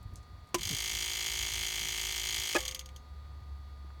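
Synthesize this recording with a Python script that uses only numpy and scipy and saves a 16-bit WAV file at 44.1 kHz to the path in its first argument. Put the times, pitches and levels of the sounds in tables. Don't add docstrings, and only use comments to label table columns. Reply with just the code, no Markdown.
import sys
import numpy as np
from scipy import signal
from scipy.fft import rfft, irfft
from scipy.io import wavfile
from scipy.ndimage import uniform_filter1d

SR = 44100
rng = np.random.default_rng(int(sys.argv[2]) if len(sys.argv) > 2 else 0)


def int16_out(signal):
    q = np.round(np.clip(np.atleast_2d(signal).T, -1, 1) * 32767)
    wavfile.write(sys.argv[1], SR, q.astype(np.int16))


N = 176400

# (frequency [Hz], gain [dB])
HOUSING = [(150, -35), (380, -16), (470, -23), (900, -18), (1130, -17), (1330, -23), (1750, -16),
           (1930, -7), (2250, -4), (2480, -16), (2620, -7), (2780, -9), (3220, 1), (3500, -5), (3800, -13),
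           (4180, -4), (4440, -14), (4720, -5), (5100, -11), (5800, -9), (6100, -3), (6290, -12),
           (6570, -13), (6730, -2), (7100, -9), (7500, -16), (8200, -9), (9000, -16), (9450, -13),
           (10100, -21), (11100, -20), (11450, -14), (11900, -20), (12500, -14), (13500, -21),
           (17000, -25.5)]


def undb(db):
    return np.exp(np.asarray(db) * np.log(10) / 20)


def level(x, db=0):
    return x * undb(db) / np.sqrt(np.mean(x ** 2) + 1e-20)


def curve(table, at, column=1):
    rows = np.array(table)
    return np.interp(at, rows[:, 0], rows[:, column])


def ring(x, response):
    return signal.oaconvolve(x, response)[:N]


def colour(x, points, size=4096):
    hz, db = np.array(points).T
    log_gain = np.interp(np.log(np.fft.rfftfreq(size, 1 / SR) + 1), np.log(hz), db) * np.log(10) / 20
    cepstrum = irfft(log_gain)
    cepstrum[1:size // 2] *= 2
    cepstrum[size // 2 + 1:] = 0
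    return ring(x, irfft(np.exp(rfft(cepstrum, size))))


def crossover(lows, highs, hz):
    lowpass = signal.butter(3, hz, "low", fs=SR, output="sos")
    highpass = signal.butter(3, hz, "high", fs=SR, output="sos")
    return signal.sosfilt(lowpass, lows) + signal.sosfilt(highpass, highs)


def drift(rate_hz):
    step = int(SR / rate_hz)
    stairs = np.repeat(rng.standard_normal(N // step + 1), step)
    return level(uniform_filter1d(stairs, step)[:N])


def envelope(age, rise, hold, decay):
    return np.clip(age / rise, 0, 1) * np.exp(-np.clip((age - rise - hold) / decay, 0, 20))


def burst(env, lo_hz, hi_hz):
    band = signal.butter(2, [lo_hz, min(hi_hz, SR / 2 - 1)], "band", fs=SR, output="sos")
    return env * np.resize(level(signal.sosfilt(band, rng.standard_normal(N // 8))), N)


def diffuse(env, passes=6):
    response = env * rng.standard_normal(len(env))
    for _ in range(passes):
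        local_rms = np.sqrt(uniform_filter1d(response ** 2, size=64).clip(0) + 1e-14)
        spectrum = rfft(response * env / local_rms)
        response = irfft(spectrum / (abs(spectrum) + 1e-12), len(env))
    return response


def outdoor_air():
    # (frequency [Hz], gain [dB])
    air_eq = [(100, 0), (300, 0), (600, -3), (1100, -2), (1500, -8), (2000, -9), (2800, -14), (4400, -12),
              (5500, -18), (9000, -25), (17000, -27)]
    return level(colour(rng.standard_normal(N), air_eq), db=-63)


def electrical_whine(t):
    # (frequency [Hz], level [dB])
    partials = [(732.1, -76), (974.4, -77), (1222, -65), (1464, -81), (1895, -83), (1954, -80), (2196, -84),
                (3418, -78), (3790, -79), (4151, -81), (4393, -78), (4640, -78)]
    return sum(level(np.sin(2 * np.pi * hz * t + .2 * drift(8)), db) for hz, db in partials)


def low_hum(t):
    # (time [s], pitch [Hz], level [dB])
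    path = [(2.45, 56, -60), (2.6, 59, -53), (2.78, 64, -48), (2.95, 70, -48.5), (3.28, 72.4, -46),
            (3.39, 68, -53), (3.47, 70.6, -45), (3.75, 70, -45.5), (3.98, 69, -46)]
    tone = level(np.sin(2 * np.pi * np.cumsum(curve(path, t)) / SR))
    return tone * undb(curve(path, t, column=2) + 1.1 * drift(14))


def wind(t):
    # (frequency [Hz], gain [dB])
    rumble_eq = [(20, -32), (35, -16), (55, 0), (95, -3), (130, -10), (200, -20), (400, -38), (2000, -80)]
    # (time [s], level [dB], width [s], top of band [Hz])
    buffets = [(.056, -40, .01, 100), (.135, -46, .025, 130), (.6, -44, .03, 130), (.668, -39, .009, 120),
               (.724, -37, .02, 190), (.943, -43, .018, 110), (1.43, -46, .03, 75), (1.62, -47, .025, 80),
               (1.84, -53, .05, 170), (2.41, -47, .03, 80)]
    out = level(colour(rng.standard_normal(N), rumble_eq) * undb(1.5 * drift(7)), db=-53)
    for centre, db, width, top_hz in buffets:
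        swell = np.exp(-np.minimum(.5 * ((t - centre) / width) ** 2, 20))
        out += undb(db) * burst(swell, 45, top_hz)
    return out


def faint_taps(t):
    # (time [s], level [dB], band centre [Hz], decay [s])
    taps = [(.028, -63, 9000, .006), (.137, -63, 8000, .004), (.157, -45, 6500, .0025),
            (.164, -58, 5500, .018), (.229, -65, 6000, .008), (.472, -66, 7000, .005),
            (.489, -65, 8000, .005), (3.25, -63, 1300, .02), (3.846, -51, 210, .005),
            (3.903, -53, 1200, .003)]
    return sum(undb(db) * burst(envelope(t - start, .0006, 0, decay), hz / 1.5, hz * 1.5)
               for start, db, hz, decay in taps)


def clunk(age, eq, modes, db, rise, hold, decay, tail_db):
    env = envelope(age, rise, hold, decay) + undb(tail_db) * envelope(age, rise, hold, decay=.03)
    out = env * level(colour(rng.standard_normal(N), eq), db)
    for hz, peak_db, lag, mode_hold, t60 in modes:
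        fade = envelope(age - lag, rise=.004, hold=mode_hold, decay=t60 / np.log(1000))
        out += undb(peak_db) * np.sin(2 * np.pi * hz * age) * fade
    return out


def switching(t):
    # (frequency [Hz], gain [dB])
    on_eq = [(59, -40), (100, -10), (326, 2), (754, -13), (1060, -1), (1350, -16), (2980, -9), (3860, -18),
             (6190, -9), (10800, -23), (17000, -29)]
    off_eq = [(100, -26), (200, -21), (330, -3), (600, -4), (900, -9), (1250, -6), (1450, -15), (1750, -8),
              (2050, -15), (2500, -9), (3000, -17), (6500, -20), (9000, -27), (11000, -36), (17000, -45)]
    # (frequency [Hz], peak level [dB], lag [s], hold [s], t60 [s])
    on_modes = [(350, -29, .003, .008, .09), (1001, -32, .002, .004, .084)]
    off_modes = [(345, -28, .003, .016, .05), (517, -49, .005, .01, 1.2), (599, -29, .006, .011, .04),
                 (770, -37, .006, .012, .07), (861, -41, .01, .01, .11), (1125, -51, .005, .01, .7),
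                 (1230, -34, .004, .012, .05), (1695, -28, .008, .011, .025), (2509, -25, .001, .005, .025)]
    on_s, off_s = .5434, 2.549
    clack = clunk(t - on_s, on_eq, on_modes, db=-25.3, rise=.0012, hold=.006, decay=.0036, tail_db=-19)
    thump = clunk(t - off_s, off_eq, off_modes, db=-29, rise=.002, hold=.015, decay=.005, tail_db=-14)
    return clack + thump


def strokes(turns, at_turn, force_column):
    # (time [s], pressure stroke [dB], return stroke [dB])
    force = [(.585, -6, -7), (.609, -5, -4), (.631, 0, -2), (1.1, 0, 0), (2.5, -1, 0), (2.604, 0, -4),
             (2.627, -7, -7), (2.652, 1.5, -5), (2.68, 1, -4), (2.711, -6, -6), (2.747, -1.5, -11),
             (2.792, -3.5, -11), (2.858, -14, -18), (2.96, -14, -18)]
    jitter_s, scatter_db = .000048, 1.1
    times = np.flatnonzero(np.diff(np.floor(turns - at_turn)) > 0) / SR
    late, strong = rng.standard_normal((len(times), 2)).T
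    onsets = np.round((times + jitter_s * late) * SR).astype(int)
    blows = np.zeros(N)
    blows[onsets] = undb(curve(force, times, force_column) + scatter_db * strong)
    return blows


def knocks(blows, eq, db, rise, decay, tail_db):
    age = np.arange(SR // 10) / SR
    env = envelope(age, rise, 0, decay) + undb(tail_db) * envelope(age, rise, 0, decay=.014)
    low_env = envelope(age, rise, 0, decay=.012)
    response = crossover(diffuse(low_env), diffuse(env), hz=1700)
    ringing = level(ring(blows, response))
    rattle_env = np.sqrt(abs(ring(blows ** 2, env ** 2)))
    rattle = level(rattle_env * rng.standard_normal(N))
    mix = crossover(ringing, rattle, hz=5200)
    return level(colour(colour(mix, eq), HOUSING), db)


def disperse(x):
    # (frequency [Hz], delay [s])
    travel = [(2000, 0), (3200, .0002), (4200, .0012), (5200, .002), (6500, .0009), (8000, 0)]
    delay = curve(travel, np.fft.rfftfreq(N, 1 / SR))
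    lag_cycles = np.cumsum(delay) * SR / N
    return irfft(rfft(x) * np.exp(-2j * np.pi * lag_cycles), N)


def body_ring(pressure_blows, return_blows):
    # (frequency [Hz], level [dB], t60 [s])
    modes = [(382, -63, .16), (927, -64, .09), (2178, -47, .036), (2288, -53, .05), (4700, -55.5, .04),
             (6443, -51.5, .13), (6740, -56.5, .03), (9380, -60.5, .06), (14580, -62.5, .04)]
    age = np.arange(SR // 8) / SR
    out = np.zeros(N)
    for hz, db, t60 in modes:
        blows = return_blows if hz < 2900 else pressure_blows
        mode = np.sin(2 * np.pi * hz * age) * undb(-60 * age / t60)
        out += level(ring(blows, mode), db)
    return out


def pump(t):
    # (time [s], speed [turns/s])
    shaft = [(.544, 0), (.58, 35.173), (.62, 45.628), (.67, 51.813), (.78, 54.415), (1.05, 54.582),
             (1.8, 54.531), (2.2, 54.498), (2.55, 54.534), (2.66, 36.985), (2.77, 21.774), (2.86, 10.954),
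             (2.96, 8.424), (3.02, 0)]
    # (frequency [Hz], gain [dB])
    pressure_eq = [(400, -5), (1400, -3.5), (2300, -8), (3000, .5), (5000, 1.8), (7000, 0), (9000, -1.5),
                   (12000, 1.2)]
    return_eq = [(350, -3), (600, 1), (1400, -1.5), (1900, 4), (2200, 3.5), (2600, 3), (3100, 1.5),
                 (4200, -3), (8000, -2), (12000, -4.5)]
    speed = curve(shaft, t)
    turns = .234 + np.cumsum(speed) / SR
    pressure_blows = strokes(turns, at_turn=0, force_column=1)
    return_blows = strokes(turns, at_turn=.325, force_column=2)
    pressure_knocks = knocks(pressure_blows, pressure_eq, db=-42.7, rise=.0005, decay=.002, tail_db=-9.5)
    return_knocks = knocks(return_blows, return_eq, db=-43.3, rise=.0006, decay=.0035, tail_db=-10.5)
    whirr = level(speed ** 3 * colour(rng.standard_normal(N), HOUSING), db=-48.2)
    shake = level(speed ** 2 * np.sin(2 * np.pi * turns), db=-56)
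    return disperse(pressure_knocks) + return_knocks + body_ring(pressure_blows, return_blows) + whirr + shake


def scene():
    t = np.arange(N) / SR
    machine = switching(t) + pump(t)
    background = faint_taps(t) + wind(t) + electrical_whine(t) + low_hum(t) + outdoor_air()
    return (machine + background)[None]


def record(dry):
    top_hz = 17300
    return signal.sosfilt(signal.ellip(10, .2, 70, top_hz, fs=SR, output="sos"), dry)


dry = scene()
out = record(dry)
int16_out(out)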